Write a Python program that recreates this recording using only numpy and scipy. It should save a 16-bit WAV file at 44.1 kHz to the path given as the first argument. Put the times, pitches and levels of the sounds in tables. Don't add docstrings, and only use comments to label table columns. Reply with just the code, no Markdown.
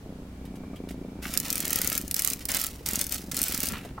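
import sys
import numpy as np
from scipy import signal
from scipy.fft import rfft, irfft, next_fast_len
from scipy.io import wavfile
from scipy.ndimage import map_coordinates

SR = 44100
rng = np.random.default_rng(int(sys.argv[2]) if len(sys.argv) > 2 else 0)


def to_wav(sig):
    pcm = np.clip(np.atleast_2d(sig), -1, 1) * 32767
    pcm = np.round(pcm).astype(np.int16)
    wavfile.write(sys.argv[1], SR, pcm.T)


N = 176400

# pitch_hz, level_db
RUMBLE_TONE = [(20, -10), (70, -3), (220, -6), (4000, -50.5)]
HISS_TONE = [(100, -7), (600, 6), (3000, -3.5), (16000, -15)]
CHEST_TONE = [(20, -11), (62, -1), (110, -18.5), (2000, -110)]
THROAT_TONE = [(30, -18.5), (110, -8), (170, -1), (245, 4), (330, -5), (430, -18), (1200, -64),
               (5000, -110)]
RASP_TONE = [(150, -26.5), (380, 4), (780, -5.5), (1100, -18.5), (5000, -55)]
TICK_TONE = [(500, -18), (2000, 15.5), (5300, 10.5), (16000, 7.5)]
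SCRAPE_TONE = [(200, -6), (600, 3.5), (1050, -0.5), (2200, 5), (4000, -3.5), (16000, -44)]
CRACKLE_TONE = [(600, -18), (2000, -8.5), (5300, 0.5), (9800, -2.5), (15800, -2.5)]
CLACK_TONE = [(300, -25), (1000, -8.5), (2200, 11.5), (3500, -1.5), (5200, 9.5), (8000, -3), (16000, 14.5)]
SNAP_TONE = [(500, -64), (2000, -20), (4500, -5), (6000, -1.5), (8000, 0.5), (9900, 3.5), (10600, -3.5),
             (11800, 3), (14200, 0.5), (15600, -4)]
# start_s, end_s, cycles_per_s, second_pulse_db
PURR_PHRASES = [(.0595, .75, 31.25, -2), (.8015, 1.45, 28.4, -6), (1.475, 2.13, 24.9, -3),
                (2.266, 2.8, 21.5, -9), (2.886, 3.3, 22.7, -6), (3.333, 3.43, 26, -3),
                (3.494, 3.95, 21.6, -6)]
# time_s, level_db
PURR_EFFORT = [(.06, -43), (.36, -51), (.43, -43), (1.0, -39), (1.12, -42), (2.03, -42.5), (2.24, -54),
               (2.32, -39), (2.4, -54), (2.5, -42.5), (2.78, -56), (2.95, -38.5), (3.07, -46.5),
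               (3.35, -41), (3.64, -42), (3.95, -49)]
# start_s, level_db, pitch_hz, fade_s, width_octaves
PAW_KNOCKS = [(0.636, -45.5, 1110, .045, 0.25), (.737, -51.5, 1230, .09, .08),
              (.759, -52.5, 3170, 0.09, .06), (1.2534, -28, 1660, 0.032, 0.64),
              (2.808, -39, 425, 0.059, 0.38), (3.708, -31, 183, 0.13, .3), (3.732, -37.5, 1460, 0.13, 0.66),
              (3.85, -36.5, 450, .08, 0.66), (3.978, -29.5, 930, 0.044, 0.38)]
# start_s, level_db
LEG_TICKS = [(.452, -30.5), (0.556, -32), (.759, -31), (.888, -23.5), (0.907, -25), (2.406, -20.5),
             (2.792, -31), (3.848, -25)]
# pitch_hz, level_db, fade_s
GLASS_NOTES = [(1318, -31.5, 0.031), (1880, -38.5, 0.018), (2905, -29.5, 0.0053)]
# start_s, end_s, crackle_db, scrape_db
BRUSH_BOUTS = [(1.219, 1.338, -41.5, -47), (1.33, 1.37, -37.5, -43), (1.428, 1.687, -37.5, -45),
               (1.658, 1.964, -34.5, -42), (2.157, 2.329, -35.5, -47.5), (2.485, 2.572, -31, -39),
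               (2.584, 2.651, -33, -44), (2.857, 3.023, -35.5, -44.5), (3.106, 3.162, -35, -46.5),
               (3.312, 3.69, -35.5, -46), (3.698, 3.789, -48.5, -42.5)]
# start_s, level_db
WING_HITS = [(1.3383, -4.5), (1.3744, 1.0), (1.4003, -1.0), (1.503, 0.5), (1.5274, 0.0), (1.5557, -3.0),
             (1.5794, -4.5), (1.6034, -2.0), (1.6526, -2.5), (1.6793, -5.0), (1.7059, -3.5), (1.7301, 1.0),
             (1.7584, 1.5), (1.7878, -3.5), (1.8159, 0.0), (1.8459, -4.5), (1.8739, -4.0), (1.8996, -3.5),
             (1.9278, -3.5), (1.9518, -1.0), (1.9778, -1.0), (2.0136, -11.5), (2.0793, -12.5),
             (2.1117, 0.0), (2.1429, 1.0), (2.1647, -2.0), (2.1933, 2.5), (2.2208, -1.0), (2.2472, -0.5),
             (2.2744, 0.0), (2.3014, -4.0), (2.3334, -2.5), (2.4536, -5.0), (2.4893, -4.0), (2.5173, -2.0),
             (2.5468, -1.5), (2.5684, 0.0), (2.5975, -5.0), (2.6147, -3.0), (2.6396, -3.0), (2.6663, -5.5),
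             (2.8615, -4.0), (2.8876, -1.5), (2.9103, -6.0), (2.9334, -3.5), (2.9567, 0.5), (2.9916, -2.0),
             (3.0127, -2.0), (3.0414, -8.0), (3.0667, -6.5), (3.0938, -9.0), (3.1227, -4.5), (3.1436, -8.0),
             (3.3179, -11.5), (3.3444, -7.5), (3.3673, -1.5), (3.3901, -2.0), (3.4165, 1.0), (3.4298, -2.0),
             (3.4381, 0.0), (3.4828, -3.5), (3.5224, -5.5), (3.5461, -3.5), (3.5763, -5.5), (3.6032, -3.0),
             (3.6306, -2.5), (3.6565, -4.0), (3.6863, -4.0), (3.721, -12.0)]

STEREO_SPREAD = 0.29


def amp(db):
    return 10 ** (np.asarray(db) / 20)


def unit(x):
    return x / np.sqrt(np.mean(x ** 2) + 1e-20)


def with_tone(x, tone):
    size = 8192
    hz, db = np.transpose(tone)
    curve_db = np.interp(np.log(np.fft.rfftfreq(size, 1 / SR) + 1), np.log(hz), db)
    cepstrum = irfft(np.log(amp(curve_db)))
    cepstrum[1:size // 2] *= 2
    cepstrum[size // 2 + 1:] = 0
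    ring = irfft(np.exp(rfft(cepstrum)))
    return signal.fftconvolve(np.atleast_2d(x), ring[None] / np.linalg.norm(ring), axes=1)[:, :N]


def add(track, start_s, x):
    i = max(0, round(start_s * SR))
    part = track[..., i:i + x.shape[-1]]
    part += x[..., :part.shape[-1]]


def burst(fade_s, rise_s, spread=STEREO_SPREAD):
    t = np.arange(int((fade_s + 4 * rise_s) * SR) + 8) / SR
    noise = rng.standard_normal((3, SR // 2))[:, :len(t)]
    t = t[:noise.shape[1]]
    x = (noise[0] + spread * noise[1:]) * amp(-60 * t / fade_s) * (1 - np.exp(-(t / rise_s) ** 2))
    return x / np.linalg.norm(x, axis=1, keepdims=True)


def grains(per_s, spread_db):
    sizes = amp(spread_db * np.minimum(rng.exponential(size=N), 3.5)) * rng.choice([-1, 1], N)
    touches = rng.random(N) < per_s / SR
    return unit(touches * sizes * (1 + STEREO_SPREAD * rng.standard_normal((2, N))))


def flicker(depth_db, per_s):
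    return amp(depth_db * map_coordinates(rng.standard_normal(N // 20), [np.arange(N) / SR * per_s]))


def room_noise():
    hum = amp(-47.5) * np.sin(2 * np.pi * 60.36 * np.arange(N) / SR)
    rumble = amp(-45) * with_tone(rng.standard_normal(N), RUMBLE_TONE)
    hiss = amp(-56.5) * with_tone(rng.standard_normal((2, N)), HISS_TONE)
    return hum + rumble + hiss


def whistle(start_s=0.28, end_s=1.7, pitch_hz=2310, width_hz=150):
    t, hz = np.arange(N) / SR, np.fft.rfftfreq(N, 1 / SR)
    air = irfft(rfft(rng.standard_normal(N)) / (1 + (2 * (hz - pitch_hz) / width_hz) ** 2), N)
    swell = np.abs(np.sin(np.interp(t, [start_s, end_s], [0, np.pi]))) ** 0.5
    return amp(-64.5) * unit(air * flicker(depth_db=2, per_s=20)) * swell


def echo(x, fade_s, rise_s):
    out, size = np.zeros((2, N)), SR // 10
    for i in range(0, N, size):
        add(out, i / SR, signal.fftconvolve(x[:, i:i + size], burst(fade_s, rise_s, spread=1.1), axes=1))
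    return out


def purr(gap_s=0.01092, jitter_s=0.0002, scatter_db=1.7, rasp_fade_s=0.022):
    first, second = np.zeros((2, N))
    for start, end, rate, second_db in PURR_PHRASES:
        for s in np.arange(start, end, 1 / rate):
            late_s, size_db = rng.standard_normal((2, 2)) * [[jitter_s], [scatter_db]]
            add(first, s + late_s[0], amp(size_db[:1]))
            add(second, s + gap_s + late_s[1], amp(size_db[1:] + second_db))
    t, pulses = np.arange(N) / SR, first + second
    effort_db = np.interp(t, *np.transpose(PURR_EFFORT))
    puffs = signal.fftconvolve(pulses, amp(-60 * t / rasp_fade_s))[:N] * rng.standard_normal(N)
    rasp = amp(-10 + 0.3 * (effort_db - effort_db.mean())) * unit(with_tone(puffs, RASP_TONE))
    throat = amp(effort_db - 1) * (unit(with_tone(pulses, THROAT_TONE)) + rasp)
    chest = amp(-49.5) * unit(with_tone(first, CHEST_TONE))
    return throat + chest


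def paw_knocks(rise_s=0.00021):
    x, t = np.zeros(N), np.arange(SR // 4) / SR
    hz = np.fft.rfftfreq(len(t), 1 / SR) + 1
    for s, db, pitch_hz, fade_s, width in PAW_KNOCKS:
        band = np.exp(-np.abs(np.log2(hz / pitch_hz)) / width)
        shape = amp(-60 * t / fade_s) * (1 - np.exp(-t / rise_s))
        ring = irfft(rfft(rng.standard_normal(len(t))) * band, len(t)) * shape
        add(x, s, amp(db) * ring * np.linalg.norm(shape) / np.linalg.norm(ring))
    return x


def leg_ticks():
    x = np.zeros((2, N))
    for s, db in LEG_TICKS:
        add(x, s, amp(db + 5) * burst(fade_s=0.099, rise_s=0.00023))
    return with_tone(x, TICK_TONE)


def with_glass_ring(x):
    t = np.arange(SR // 5) / SR
    ring = sum(amp(db - 6 - 60 * t / fade_s) * np.cos(2 * np.pi * hz * t)
               for hz, db, fade_s in GLASS_NOTES)
    return x + signal.fftconvolve(x, ring[None], axes=1)[:, :N]


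def wing_brush(rise_s=0.0028, stop_fade_s=0.066, linger_fade_s=0.56):
    t, force = np.arange(N) / SR, np.zeros((2, N))
    for start, end, *levels_db in BRUSH_BOUTS:
        attack = np.clip((t - start) / rise_s, 0, 1)
        after = np.maximum(t - end, 0)
        release = np.maximum(amp(-60 * after / stop_fade_s), amp(-6 - 60 * after / linger_fade_s))
        force = np.maximum(force, amp(levels_db)[:, None] * attack * release)
    bright, dull = force * flicker(depth_db=2, per_s=110)
    crackle = with_tone(grains(per_s=3000, spread_db=6) * bright, CRACKLE_TONE)
    scrape = with_tone(grains(per_s=1700, spread_db=4.5) * dull, SCRAPE_TONE)
    return amp(-0.5) * crackle + amp(-1) * scrape


def wing_strokes(snap_fade_s=0.0079, clack_fade_s=0.037, rise_s=0.00034, bounce_within_s=0.011):
    snaps, clacks = np.zeros((2, 2, N))
    for s, db in WING_HITS:
        left_right = amp(rng.normal() * np.array([[4], [-4]]))
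        add(snaps, s, amp(db) * left_right * burst(snap_fade_s, rise_s))
        add(clacks, s, amp(db - 5 + 2 * rng.normal()) * burst(clack_fade_s, rise_s))
        for _ in range(2):
            bounce_gain = amp(db - 16.5) * rng.random()
            bounce_s = s + bounce_within_s * rng.uniform(0.12, 1)
            add(snaps, bounce_s, bounce_gain * burst(snap_fade_s / 2, rise_s / 2))
    return with_tone(snaps, SNAP_TONE) + with_tone(clacks, CLACK_TONE)


def scene():
    insect = with_glass_ring(wing_strokes() + wing_brush() + leg_ticks())
    contacts = insect * amp([[-0.5], [0.5]]) + paw_knocks()
    recess = amp(-6.5) * echo(contacts, fade_s=0.018, rise_s=0.00084)
    room = amp(-16) * echo(contacts, fade_s=0.092, rise_s=0.0087)
    return contacts + recess + room + purr() + whistle() + room_noise()


def record(dry):
    top_hz, size = 16000, next_fast_len(N + SR // 2)
    return irfft(rfft(dry, size) * (np.fft.rfftfreq(size, 1 / SR) < top_hz), size)[:, :N]


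dry = scene()
out = record(dry)
to_wav(out)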